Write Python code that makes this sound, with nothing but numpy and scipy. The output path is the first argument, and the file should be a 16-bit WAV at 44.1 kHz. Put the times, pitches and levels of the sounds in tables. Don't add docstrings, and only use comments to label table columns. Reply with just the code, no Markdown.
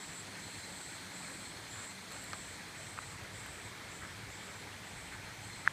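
import sys
import numpy as np
from scipy import signal
from scipy.fft import rfft, irfft, next_fast_len
from scipy.io import wavfile
from scipy.ndimage import uniform_filter1d, map_coordinates

SR = 44100
rng = np.random.default_rng(int(sys.argv[2]) if len(sys.argv) > 2 else 0)


def master_out(mix):
    frames = np.transpose(np.atleast_2d(mix))
    ceiling = np.clip(frames, -1, 1)
    pcm = np.round(ceiling * 32767).astype(np.int16)
    wavfile.write(sys.argv[1], SR, pcm)


def attenuation_scalar(level_db):
    decades = np.asarray(level_db, float) / 20
    return 10 ** decades


N = 252252

# [t/s, turn]
MICROPHONE_TURN = [(0, 0.3), (1.0, 0.01), (2.5, 0.45), (3.5, 0.99), (4.3, 0.98), (5.72, 0.98)]
# [f/Hz, relative level/dB]
RUMBLE_COLOUR = [(12, -46), (20, -24), (40, -16.5), (62, -5), (78, -9), (97, 1.5), (112, -2), (125, -8.5),
                 (150, -5.5), (200, -33), (330, -120)]
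# [f/Hz, relative level/dB]
CHURN_COLOUR = [(82, -15), (140, -5.5), (189, 1.5), (226, -5.5), (286, -3.5), (450, -15.5), (580, -39),
                (990, -120)]
# [f/Hz, relative level/dB]
FOAM_COLOUR = [(240, -6.5), (400, -3), (641, -3), (685, -3.5), (867, -1.5), (1120, -4), (1570, -2.5),
               (1940, -1.5), (2200, -1), (2800, -12), (3640, -43), (6160, -120)]
# [f/Hz, relative level/dB]
SPRAY_COLOUR = [(2400, -51), (2750, -8.5), (3100, 2.5), (3500, 3), (4500, 0), (5500, -2), (7000, -3),
                (9300, -7.5), (12000, -13.5), (15400, -16.5), (16500, -50)]
# [f/Hz, resonance width/Hz, level at turn 0/dB, gain over the whole turn/dB]
CHORUS = [(4200, 560, -58.5, -9), (6470, 590, -67, -10), (8170, 1500, -59.5, -5)]
# [start t/s, end t/s, level/dB, swell from start to end/dB, settled belly f/Hz]
BUZZ_PHRASES = [(-.1, 0.213, -55, -4, 7800), (0.346, 0.968, -57.5, 5, 7800), (1.096, 1.507, -55.5, 0, 8000),
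                (1.667, 1.934, -56, -3, 7800), (2.082, 2.576, -57.5, -2, 7860),
                (2.731, 3.154, -59.5, -1, 7980), (3.314, 3.688, -59, -3, 8000),
                (3.87, 4.11, -61.5, -4, 7804), (4.269, 4.631, -62, -2, 7600), (4.819, 5.179, -62, 0, 8140),
                (5.401, 5.66, -60.5, -3, 8000)]
# [f/Hz, width/Hz, relative level/dB]
BODY_RESONANCES = [(7120, 240, -0.5), (7600, 380, 1.5), (8000, 330, 2.5), (8550, 300, 1.5)]
# [first note t/s, last note t/s]
PIPED_SONGS = [(.04, 3.05), (4.63, 5.66)]
# [t/s, f/Hz]
PIPED_PITCH = [(0, 4225), (.7, 4188), (1.8, 4165), (2.4, 4120), (3.05, 4070), (4.5, 4265), (5.1, 4232),
               (5.72, 4180)]
# [t/s, note level/dB, upper and lower side tone level against the note/dB]
PIPED_LEVELS = [(0, -68, -12, -10), (.3, -64, -8, -6), (.6, -59, -4, -2), (.85, -63, -8, -8),
                (1.15, -64.5, 0, -8), (1.45, -57.5, -1, -12), (1.8, -61.5, -8, -12), (2.05, -62.5, 2, -11),
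                (2.4, -64, -2, -12), (2.7, -67, 4, -15), (3.05, -62, -17, -11), (4.6, -71, -12, -12),
                (4.85, -69, -15, -15), (5.0, -61, -15, -15), (5.35, -61.5, -15, -15), (5.72, -60, -19, -12)]
# [start t/s, end t/s, level/dB, ring f/Hz]
SKIN_RUBS = [(1.74, 1.857, -53, 1310), (2.108, 2.158, -54, 876), (2.326, 2.347, -47, 1310),
             (2.973, 2.991, -50, 1610), (4.013, 4.071, -49.5, 1510), (5.107, 5.16, -51.5, 1580),
             (5.647, 5.686, -44.5, 1600)]
# [t/s, ring level/dB, ring f/Hz, ring life/ms, snap and upper ring level against it/dB]
HOUSING_KNOCKS = [(2.121, -41, 1300, 0.13, -3, -10), (2.1643, -39, 1700, 0.2, -8, -15),
                  (2.33238, -27, 1100, 0.13, -1.5, -25), (2.3329, -30.5, 1420, 0.38, -24, -25),
                  (2.9775, -42, 1600, 0.55, -16, -23), (2.98795, -26.5, 1330, 0.4, -15, -12),
                  (3.46, -40, 1507, 0.44, -20, -27), (4.552, -42, 1600, 0.76, -20, -27),
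                  (5.6756, -9, 1715, 0.39, -22, -33)]
# [t/s, peak level/dB, centre f/Hz, width/Hz]
SKIN_TICKS = [(2.121, -41, 10000, 10000), (2.1465, -51, 14800, 2000), (2.218, -50, 13800, 2500),
              (2.2385, -42, 13000, 7000), (3.4635, -47, 12000, 1800)]
# [t/s, level/dB, f/Hz]
HAND_BUMPS = [(3.221, -38.5, 103), (5.578, -43.5, 96)]


def unit(x):
    return x / np.sqrt(np.mean(x ** 2) + 1e-20)


def curves(rows):
    s, *cols = np.transpose(rows)
    return [np.interp(np.arange(N) / SR, s, c) for c in cols]


def wobble(rate):
    knots = rng.standard_normal(int(N * rate / SR) + 4)
    return map_coordinates(knots, [np.arange(N) * rate / SR])


def filtered(x, response):
    m = next_fast_len(N + 8192)
    return irfft(rfft(x, m) * response(np.fft.rfftfreq(m, 1 / SR)), m)[:N]


def colour(spectrum):
    f, db = np.transpose(spectrum)
    return lambda hz: attenuation_scalar(np.interp(np.log(hz + 1), np.log(f + 1), db, -120, -120))


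def peak(f, hz, width_hz):
    return 1j * f * width_hz / (hz * hz - f * f + 1j * f * width_hz)


def patchy(x, depth_db, bins, frames):
    z = signal.stft(x, nperseg=512)[2]
    field = uniform_filter1d(rng.standard_normal(z.shape), max(int(bins), 1), 0)
    field = uniform_filter1d(field, max(int(frames), 1), 1)
    return signal.istft(z * attenuation_scalar(depth_db * unit(field)), nperseg=512)[1][:N]


def turned(before_db, gained_db):
    return before_db + gained_db * curves(MICROPHONE_TURN)[0]


def forest(x, t60, wet_db):
    t = np.arange(SR // 2) / SR
    tail = attenuation_scalar(-60 * t / t60) * rng.standard_normal(len(t))
    return x + attenuation_scalar(wet_db) * signal.fftconvolve(x, tail / np.linalg.norm(tail))[:N]


def bubbles(count, hz, spread, cycles, spiky_db):
    at, size = rng.random((count, 2)).T
    pitch = np.clip(hz * np.exp(spread * rng.standard_normal(count)), 500, 4000)[:, None]
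    k = np.arange(900)
    turns = pitch * k / SR
    tone = np.sin(2 * np.pi * turns * (1 + 0.00487 * turns))
    ring = tone * np.exp(-turns / cycles) * (1 - np.exp(-turns))
    ring *= attenuation_scalar(-spiky_db * np.log(size + 0.00079))[:, None]
    places = (at * N).astype(int)[:, None] + k
    return unit(np.bincount(places.ravel(), ring.ravel(), N + len(k))[:N])


def stream():
    rumble_db = turned(-60, 4.5) + 1.7 * wobble(3.59)
    surge = wobble(16)
    churn_db = turned(-56.5, -2) + 0.074 * surge
    rush_db = turned(-51, 0.24) + 0.43 * surge
    spray_db = turned(-54.5, -1) + 0.16 * surge
    noise = rng.standard_normal((4, N))
    rumble = unit(attenuation_scalar(2.7 * wobble(50)) * filtered(noise[0], colour(RUMBLE_COLOUR)))
    churn = unit(filtered(patchy(noise[3], depth_db=1.0, bins=1.5, frames=4.7), colour(CHURN_COLOUR)))
    foam = unit(filtered(patchy(noise[1], depth_db=1.84, bins=3.7, frames=3.2), colour(FOAM_COLOUR)))
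    small = bubbles(count=5000, hz=1947, spread=0.249, cycles=11, spiky_db=2.0)
    rush = unit(foam + attenuation_scalar(-7 + 1.9 * wobble(20)) * small)
    gurgles = bubbles(count=240, hz=2000, spread=0.17, cycles=33, spiky_db=1.5)
    rush = unit(rush + attenuation_scalar(-11.5) * gurgles)
    spray = unit(filtered(patchy(noise[2], depth_db=0.83, bins=9, frames=11), colour(SPRAY_COLOUR)))
    low = attenuation_scalar(rumble_db) * rumble + attenuation_scalar(churn_db) * churn
    return low + attenuation_scalar(rush_db) * rush + attenuation_scalar(spray_db) * spray


def chorus():
    out = np.zeros(N)
    for hz, width_hz, before_db, gained_db in CHORUS:
        blur = patchy(rng.standard_normal(N), depth_db=1.5, bins=1.5, frames=12)
        band = filtered(blur, lambda f: peak(f, hz, width_hz) ** 2)
        out += attenuation_scalar(turned(before_db, gained_db)) * unit(band)
    return out


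def membrane_clicks(rate_hz):
    beats = np.cumsum(rate_hz * (1 + 0.00327 * wobble(25))) / SR
    when = np.interp(np.arange(1, int(beats[-1])), beats, np.arange(N))
    luck = rng.standard_normal((len(when), 2))
    when = np.clip(when + 0.82 * luck[:, 0], 8, N - 10)
    fives_db = np.resize([-11.0, -14.5, -11.0, -16.0, -14.0], len(when))
    size = attenuation_scalar(0.79 * luck[:, 1] + fives_db)
    taps = np.arange(-7, 9) + when.astype(int)[:, None]
    lag = taps - when[:, None]
    click = size[:, None] * np.sinc(lag) * np.cos(np.pi * lag / 18) ** 2
    return np.bincount(taps.ravel(), click.ravel(), N)[:N]


def buzzing_cicada():
    t = np.arange(N) / SR
    rate_hz, effort, centre_hz = np.full(N, 500.), np.zeros(N), np.full(N, 7900.)
    fresh_hz, tired_hz, tiring_s = 515, 499, 2.4
    settled_hz = tired_hz + (fresh_hz - tired_hz) * np.exp(-t / tiring_s)
    sag_hz_per_s = 18
    arch_db = -0.5
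    for start, end, db, swell_db, belly_hz in BUZZ_PHRASES:
        since = np.clip(t - start, 0, None)
        now = t >= start
        rate_hz[now] = (settled_hz + 30 * np.exp(-since / 0.081) - sag_hz_per_s * since)[now]
        centre_hz[now] = (belly_hz - 400 * np.exp(-since / 0.067))[now]
        gate = np.clip(since / 0.049, 0, 1) * np.clip((end - t) / 0.062 + 0.54, 0, 1)
        level_db = np.interp(t, [start, end], [db - swell_db / 2, db + swell_db / 2])
        arch = np.sin(np.pi * np.clip(since / (end - start), 0, 1)) - 0.8
        effort += gate * attenuation_scalar(level_db + arch_db * arch)
    centre_hz = centre_hz + 110 * wobble(7.13)
    rasp = unit(membrane_clicks(rate_hz)) + .3 * rng.standard_normal(N)
    body = np.zeros(N)
    for k, (hz, width_hz, db) in enumerate(BODY_RESONANCES):
        ring = filtered(rasp, lambda f: peak(f, hz, width_hz) * peak(f, 7660, 2600))
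        body += (-1) ** k * attenuation_scalar(db - 8.7 * ((hz - centre_hz) / 1000) ** 2) * ring
    return effort * attenuation_scalar(1.0 * wobble(10)) * unit(patchy(body, depth_db=2.0, bins=2.5, frames=36))


def note_pulses():
    lead = 4000
    pulses, t = np.zeros((3, N + SR)), np.arange(-lead, 8000) / SR
    swell = np.exp(-.5 * (t / 0.011) ** 2) + 0.38 * np.exp(-np.abs(t) / np.where(t > 0, 0.09, 0.04))
    k = np.arange(40)
    gap_s, drag_s, scatter_s = .1023, 0.000563, .009
    for first, last in PIPED_SONGS:
        times = first + gap_s * k + drag_s * np.clip(k - 12, 0, None) ** 2
        for s, luck in zip(times, rng.standard_normal((40, 4))):
            if s < last + gap_s / 2:
                scatter_db = luck[1:, None] * [[2.5], [3], [3]]
                at = max(round((s + scatter_s * luck[0]) * SR), 0)
                pulses[:, at:][:, :len(t)] += attenuation_scalar(scatter_db) * swell
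    return pulses[:, lead:][:, :N]


def piping_cicada():
    main, upper, lower = note_pulses()
    hz, = curves(PIPED_PITCH)
    hz = hz + 16 * wobble(10)
    tone = lambda f: np.sin(2 * np.pi * np.cumsum(f) / SR)
    db, upper_db, lower_db = curves(PIPED_LEVELS)
    partials = main * (tone(hz) + attenuation_scalar(-7) * tone(hz * 3 / 2) + attenuation_scalar(-3.5) * tone(hz / 2))
    sides = attenuation_scalar(upper_db) * upper * tone(hz + 175) + attenuation_scalar(lower_db) * lower * tone(hz - 150)
    rasp = 1 + 0.35 * wobble(120)
    return rasp * attenuation_scalar(db) * (partials + sides)


def rubs():
    out, t = np.zeros(N), np.arange(N) / SR
    grain = rng.standard_normal(N) * attenuation_scalar(2.5 * wobble(250))
    for start, end, db, hz in SKIN_RUBS:
        stroke = np.clip(np.minimum(t - start, end - t) / (0.16 * (end - start)), 0, 1)
        out += attenuation_scalar(db) * stroke * unit(filtered(grain, lambda f: peak(f, hz, 970) ** 2))
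    return out


def knocks():
    out, ms = np.zeros(N + SR), np.arange(600) / SR * 1000
    rebounds = [(s + 0.0024, db - 36, *rest) for s, db, *rest in HOUSING_KNOCKS]
    for s, db, hz, life_ms, snap_db, upper_db in HOUSING_KNOCKS + rebounds:
        u = ms / life_ms
        bent_ms = ms - 0.14 * (1 - np.exp(-ms / 0.48))
        ring = -u ** 2 * np.exp(-u) * np.sin(2 * np.pi * hz * bent_ms / 1000)
        snap = np.exp(-ms / 0.33) * np.sin(2 * np.pi * 4900 * ms / 1000)
        upper = ms / 0.7 * np.exp(1 - ms / 0.7) * np.sin(2 * np.pi * 2550 * ms / 1000)
        knock = ring / np.abs(ring).max() + attenuation_scalar(snap_db) * snap + attenuation_scalar(upper_db) * upper
        out[round(s * SR):][:len(ms)] += attenuation_scalar(db) * knock
    return filtered(out[:N], lambda f: 1 / np.sqrt(1 + (640 / (f + 1)) ** 6))


def ticks():
    out, ms = np.zeros(N + SR), np.arange(600) / SR * 1000
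    for s, db, hz, width_hz in SKIN_TICKS:
        burst = np.exp(-ms / 2.1) * rng.standard_normal(len(ms))
        slip = filtered(burst, lambda f: peak(f, hz, width_hz))[:len(ms)]
        out[round(s * SR):][:len(ms)] += attenuation_scalar(db) * slip / np.abs(slip).max()
    return out[:N]


def bumps():
    out, t = np.zeros(N + SR), np.arange(1500) / SR
    for s, db, hz in HAND_BUMPS:
        swing = np.sin(2 * np.pi * hz * t) * np.e * t / 0.0079 * np.exp(-t / 0.005)
        out[round(s * SR):][:len(t)] -= attenuation_scalar(db) * swing
    return out[:N]


def scene():
    buzzing = forest(buzzing_cicada(), t60=0.069, wet_db=-3.0)
    piping = forest(piping_cicada(), t60=0.25, wet_db=-7)
    handling = rubs() + knocks() + ticks() + bumps()
    return np.tile(stream() + chorus() + buzzing + piping + handling, (2, 1))


def low_pass(x):
    return signal.sosfilt(signal.butter(12, 15440, fs=SR, output="sos"), x)


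def record(dry):
    mix = np.array([filtered(channel, lambda f: f < 15290) for channel in dry])
    return low_pass(mix)


dry = scene()
out = record(dry)
master_out(out)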